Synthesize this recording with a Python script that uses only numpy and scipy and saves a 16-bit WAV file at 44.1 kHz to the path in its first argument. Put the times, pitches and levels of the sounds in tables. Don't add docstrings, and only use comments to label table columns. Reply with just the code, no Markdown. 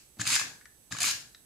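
import sys
import numpy as np
from scipy import signal
from scipy.fft import rfft, irfft
from scipy.io import wavfile
from scipy.ndimage import uniform_filter1d

SR = 44100
rng = np.random.default_rng(int(sys.argv[2]) if len(sys.argv) > 2 else 0)


def wrap_up_sound(samples):
    columns = np.atleast_2d(samples).T
    tamed = np.clip(columns, -1, 1)
    steps = np.round(tamed * 32767).astype(np.int16)
    wavfile.write(sys.argv[1], SR, steps)


N = 63945
T = np.arange(N) / SR
FREQS = np.fft.rfftfreq(2 * N, 1 / SR)
SNAP_RISE_S = 0.00082


def amp(db):
    return 10 ** (np.asarray(db) / 20)


def unit_rms(x):
    return x / np.sqrt(np.mean(x ** 2) + 1e-20)


def curve(points, hz=FREQS):
    f, value = np.transpose(points)
    return np.interp(np.log(hz + 1), np.log(f + 1), value)


def envelope(points):
    return amp(np.interp(T, *np.transpose(points), left=-120, right=-120))


def add(mix, start_s, sound):
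    part = mix[max(round(start_s * SR), 0):][:len(sound)]
    part += sound[:len(part)]


def colour(x, db):
    cepstrum = np.fft.irfft(np.log(amp(db)))
    cepstrum[1:N] *= 2
    cepstrum[N + 1:] = 0
    return irfft(rfft(x, 2 * N) * np.exp(rfft(cepstrum)))[:N]


def shaped(x, db):
    return colour(x, db - 10 * np.log10(np.mean(amp(db) ** 2)))


def tilted(x, db_per_octave):
    hz = np.clip(np.fft.rfftfreq(len(x), 1 / SR), 1200, 11000)
    return irfft(rfft(x) * amp(db_per_octave * np.log2(hz / 4000)), len(x))


def resonance(hz, width_hz, height_db):
    return height_db / (1 + (2 * (FREQS - hz) / width_hz) ** 2)


def ring(modes, t, phases):
    return sum(amp(db) * np.exp(-np.log(1000) * t / t60) * np.sin(2 * np.pi * (hz * t + phase))
               for (hz, db, t60), phase in zip(modes, phases))


def room_tone():
    spectrum = [(20, -32), (40, -6), (58, 7.5), (80, -7.5), (115, 0), (200, -6), (350, -8.5), (700, -17),
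                (2000, -32)]
    return amp(-69.5) * shaped(rng.standard_normal(N), curve(spectrum))


def microphone_noise(whine_width_hz=19.4):
    # frequency_hz, density_db
    hiss_left = [(300, 4.5), (600, -4), (1500, -7), (4000, -5.5), (8000, -6.5), (12000, -12.5),
                 (15500, -11)]
    hiss_right = [(300, 0), (600, -5), (1500, -9), (4000, -7), (7000, -7.5), (9000, -1), (12000, -8),
                  (15500, -8.5)]
    whine_tones = [(6234, -71), (7790, -64), (9345, -65.5), (10895, -69), (12460, -68), (14020, -73.5)]
    hiss = np.array([amp(db) * shaped(rng.standard_normal(N), curve(side))
                     for side, db in ((hiss_left, -65), (hiss_right, -62.5))])
    phase_step = np.sqrt(2 * np.pi * whine_width_hz / SR)
    drifts = phase_step * np.cumsum(rng.standard_normal((len(whine_tones), N)), axis=1)
    whine = sum(amp(db) * np.sqrt(2) * np.sin(2 * np.pi * hz * T + drift)
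                for (hz, db), drift in zip(whine_tones, drifts))
    return hiss + whine * amp([[-43], [0]])


def room_tail():
    decay = [(100, 1), (400, 1), (1250, 0.35), (1650, 0.49), (2000, 0.34), (4000, 0.4), (7000, 0.36),
             (10000, 0.39), (15000, 0.36)]
    hz, t, bands = signal.stft(rng.standard_normal((2, N)), SR, nperseg=256)
    fade = np.exp(-np.log(1000) * t / curve(decay, hz)[:, None])
    tail = signal.istft(bands * fade, SR, nperseg=256)[1][:, :N]
    return unit_rms(tail) / np.sqrt(N)


def in_room(x, room_db, early_db, early_fade_s=0.0015, room_rise_s=0.0031):
    early = unit_rms(rng.standard_normal((2, N)) * np.exp(-T / early_fade_s)) / np.sqrt(N)
    late = room_tail() * np.minimum(T / room_rise_s, 1) ** 2
    paths = amp(early_db) * early + amp(room_db) * late
    reflections = signal.fftconvolve(np.atleast_2d(x), paths, axes=1)[:, :N]
    return (x + reflections) / np.sqrt(1 + amp(early_db) ** 2)


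def lingering_ring():
    return amp(-59) * np.array([shaped(side / np.std(side[:1000]), peel_spectrum())
                                for side in room_tail()])


def case_ticks(rise_s=0.0015, fade_s=0.0036):
    ticks = [(0.169, -57, 800, 350, 20), (0.532, -53, 1620, 343, 20), (0.61, -45, 2170, 1620, 13.5),
             (0.621, -53, 2120, 1600, 23), (0.655, -36.5, 1820, 420, 14.5), (1.3462, -41.5, 4100, 1700, 13)]
    spectrum = [(200, -24), (1000, -6), (1700, 10), (2600, -1), (7000, -1), (10000, -12), (16000, -34)]
    out, t = np.zeros(N), T[:2048]
    for start_s, db, hz, width_hz, height_db in ticks:
        tap = np.minimum(t / rise_s, 1) * np.exp(-t / fade_s) * rng.standard_normal(len(t))
        add(out, start_s, amp(db) * shaped(tap, curve(spectrum) + resonance(hz, width_hz, height_db)))
    return out


def table_top(thump_rise_s=0.0061, low_cut_hz=96):
    rumble = [(0.17, -56.5), (0.20, -51), (0.33, -48), (0.385, -67), (0.42, -50.5), (0.51, -54),
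              (0.58, -69.5), (0.89, -96), (0.92, -50.5), (0.98, -56), (1.05, -47), (1.12, -55), (1.22, -64),
              (1.33, -73)]
    spectrum = [(30, -3), (70, -10.5), (110, 7), (150, -5), (200, -4), (290, -3), (380, -20), (700, -10.5),
                (1500, -32.5)]
    thumps = [(0.194, -32.5), (0.204, -41), (0.247, -64), (0.269, -38.5), (0.351, -47), (0.414, -50),
              (0.910, -42), (0.926, -38), (0.983, -46.5), (1.068, -51)]
    modes = [(85.5, 3, 0.033), (117.3, 3.5, 0.092), (160.2, 0.5, 0.074), (243, -33, 0.15),
             (292, -11.5, 0.12)]
    out, t = envelope(rumble) * shaped(rng.standard_normal(N), curve(spectrum)), T[:12000]
    thump = -np.minimum(t / thump_rise_s, 1) * ring(modes, t, np.zeros(len(modes)))
    for start_s, db in thumps:
        add(out, start_s, amp(db) * thump)
    return signal.sosfilt(signal.butter(2, low_cut_hz, "high", fs=SR, output="sos"), out)


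def case_clacks(crack_fade_s=0.0026):
    clacks = [(0.1966, -40, -7.5, 1, 8.5), (0.2112, -28, 7.5, 0.87, -4.5), (0.2149, -23.5, -1.5, 0.99, 1.5),
              (0.9105, -45, -5.5, 0.72, -20), (0.923, -26.5, -2.5, 0.95, 0), (0.9886, -38.5, -2.5, 0.77, 6)]
    modes = [(980, -8, .012), (1290, -9, .04), (1580, -5, .018), (1750, 2, .03), (1870, -3, .02),
             (2330, -15, .02), (2820, -9, .02), (4050, -1, .022), (4900, -3, .02), (6800, -5, .018)]
    spectrum = [(200, -10), (550, -45.5), (900, 7), (1600, -0.5), (2400, -9), (4500, 1.5), (7200, 15),
                (9000, -2.5), (12000, -9), (16000, -63)]
    out, t = np.zeros(N), T[:4096]
    attack = np.minimum(t / SNAP_RISE_S, 1)
    for start_s, db, tilt, pitch_ratio, crack_db in clacks:
        noise = shaped(rng.standard_normal(len(t)), curve(spectrum))[:len(t)]
        crack = amp(crack_db) * np.exp(-t / crack_fade_s) * noise
        shell = 0.5 * ring(modes, t * pitch_ratio, rng.random(len(modes)))
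        add(out, start_s, amp(db) * tilted(attack * (crack + shell), tilt))
    return out


def tape_squeaks(jitter=0.09):
    squeaks = [(0.290, 0.021, 1063, 890, -45), (0.319, 0.042, 2697, 2740, -33.5),
               (0.329, 0.027, 1670, 1500, -49), (0.355, 0.017, 816, 977, -45.5),
               (1.004, 0.03, 722, 720, -47.5), (1.039, 0.0069, 2530, 2290, -32),
               (1.074, 0.022, 1132, 675, -45.5)]
    out = np.zeros(N)
    for start_s, length_s, start_hz, end_hz, db in squeaks:
        progress = T[:int(length_s * SR)] / length_s
        waver = unit_rms(uniform_filter1d(rng.standard_normal(N), size=40))[:len(progress)]
        hz = start_hz * (end_hz / start_hz) ** progress * (1 + jitter * waver)
        tone = np.sqrt(2) * np.sin(2 * np.pi * np.cumsum(hz) / SR)
        add(out, start_s, amp(db) * np.sin(np.pi * progress) * tone)
    return out


def strand_snaps(snaps_per_s=7000, spread_db=3.5):
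    strength = amp(spread_db * np.minimum(rng.exponential(1, N), 4))
    polarity = rng.choice([-1., 1.], N)
    return unit_rms(strength * polarity * (rng.random(N) < snaps_per_s / SR))


def crackle(likeness=0.72):
    shared = np.sqrt(likeness) * strand_snaps()
    return np.array([shared + np.sqrt(1 - likeness) * strand_snaps() for _ in range(2)])


def peel_spectrum():
    spectrum = [(100, -66.5), (400, -20.5), (700, -21.5), (1100, -8.5), (1700, -4.5), (3300, -3.5),
                (5000, 3), (7300, -0.5), (9000, -6), (11500, -11.5), (14000, -15), (16000, -28)]
    body = [(1670, 300, 4), (2470, 1140, 7.5), (4350, 180, 2.5), (5230, 230, -1), (6810, 1070, 5)]
    return curve(spectrum) + sum(resonance(*peak) for peak in body)


def tape_peel(slip_fade_s=0.0023, treble_hz=8100):
    strokes = [
        [(0.186, -56.5), (0.205, -32), (0.225, -42), (0.25, -44), (0.27, -28), (0.29, -30.5), (0.335, -25.5),
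         (0.362, -28.5), (0.371, -42), (0.40, -33), (0.422, -39.5), (0.445, -85)],
        [(0.905, -58), (0.92, -34.5), (0.94, -44.5), (0.998, -43), (1.006, -31), (1.035, -29.5), (1.055, -28),
         (1.08, -26), (1.10, -30.5), (1.118, -38), (1.15, -53)],
    ]
    slips = [(0.2533, -24.5, -4), (0.2678, -22, -2), (0.2739, -17.5, 2.5), (0.2919, -28.5, 6),
             (0.3024, -17, 2), (0.3134, -24, -1), (0.3234, -28, -3), (0.3394, -17, -0.5),
             (0.3539, -11.5, 2.5), (0.3614, -15.5, -4), (0.3955, -20.5, -4.5), (0.4134, -29, -8.5),
             (0.9495, -46, -16.5), (0.9666, -28.5, -4.5), (0.9856, -24, -3.5), (1.004, -22.5, 6),
             (1.0175, -19.5, 3), (1.030, -21, 7), (1.040, -31, -11.5), (1.051, -24.5, 7.5), (1.110, -19, 2)]
    effort, t = sum(envelope(stroke) for stroke in strokes), T[:1024]
    treble_gain = (effort / effort.max()) ** 0.29
    highpass = signal.butter(2, treble_hz, "high", fs=SR, output="sos")
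    burst = np.minimum(t / SNAP_RISE_S, 1) * np.exp(-t / slip_fade_s)
    sides = []
    for snaps, slip_snaps in zip(crackle(), crackle()):
        treble = signal.sosfiltfilt(highpass, snaps)
        peel = effort * (snaps + treble * (treble_gain - 1))
        for k, (start_s, db, tilt) in enumerate(slips):
            slip = burst * slip_snaps[k * len(t):][:len(t)]
            add(peel, start_s, amp(db) * tilted(slip, tilt))
        sides.append(shaped(peel, peel_spectrum()))
    return np.array(sides)


def scene():
    imbalance = [(100, 0.9), (1000, -0.5), (1700, 1.5), (5000, 1), (7200, 5), (8500, -8), (10500, -7),
                 (15000, -3.5)]
    left, right = (in_room(tape_peel(), room_db=-0.5, early_db=-2)
                   + in_room(tape_squeaks(), room_db=-18.5, early_db=-5)
                   + in_room(case_clacks(), room_db=-7, early_db=-7)
                   + in_room(case_ticks(), room_db=-5, early_db=-7)
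                   + in_room(table_top(), room_db=-21, early_db=-37)
                   + lingering_ring())
    half_db = curve(imbalance) / 2
    runner = np.array([colour(left, half_db), colour(right, -half_db)])
    return runner + microphone_noise() + room_tone()


def record(dry):
    lowpass = signal.firwin(511, cutoff=15650, window=("kaiser", 9), fs=SR)
    return signal.oaconvolve(dry, lowpass[None], "same")


dry = scene()
out = record(dry)
wrap_up_sound(out)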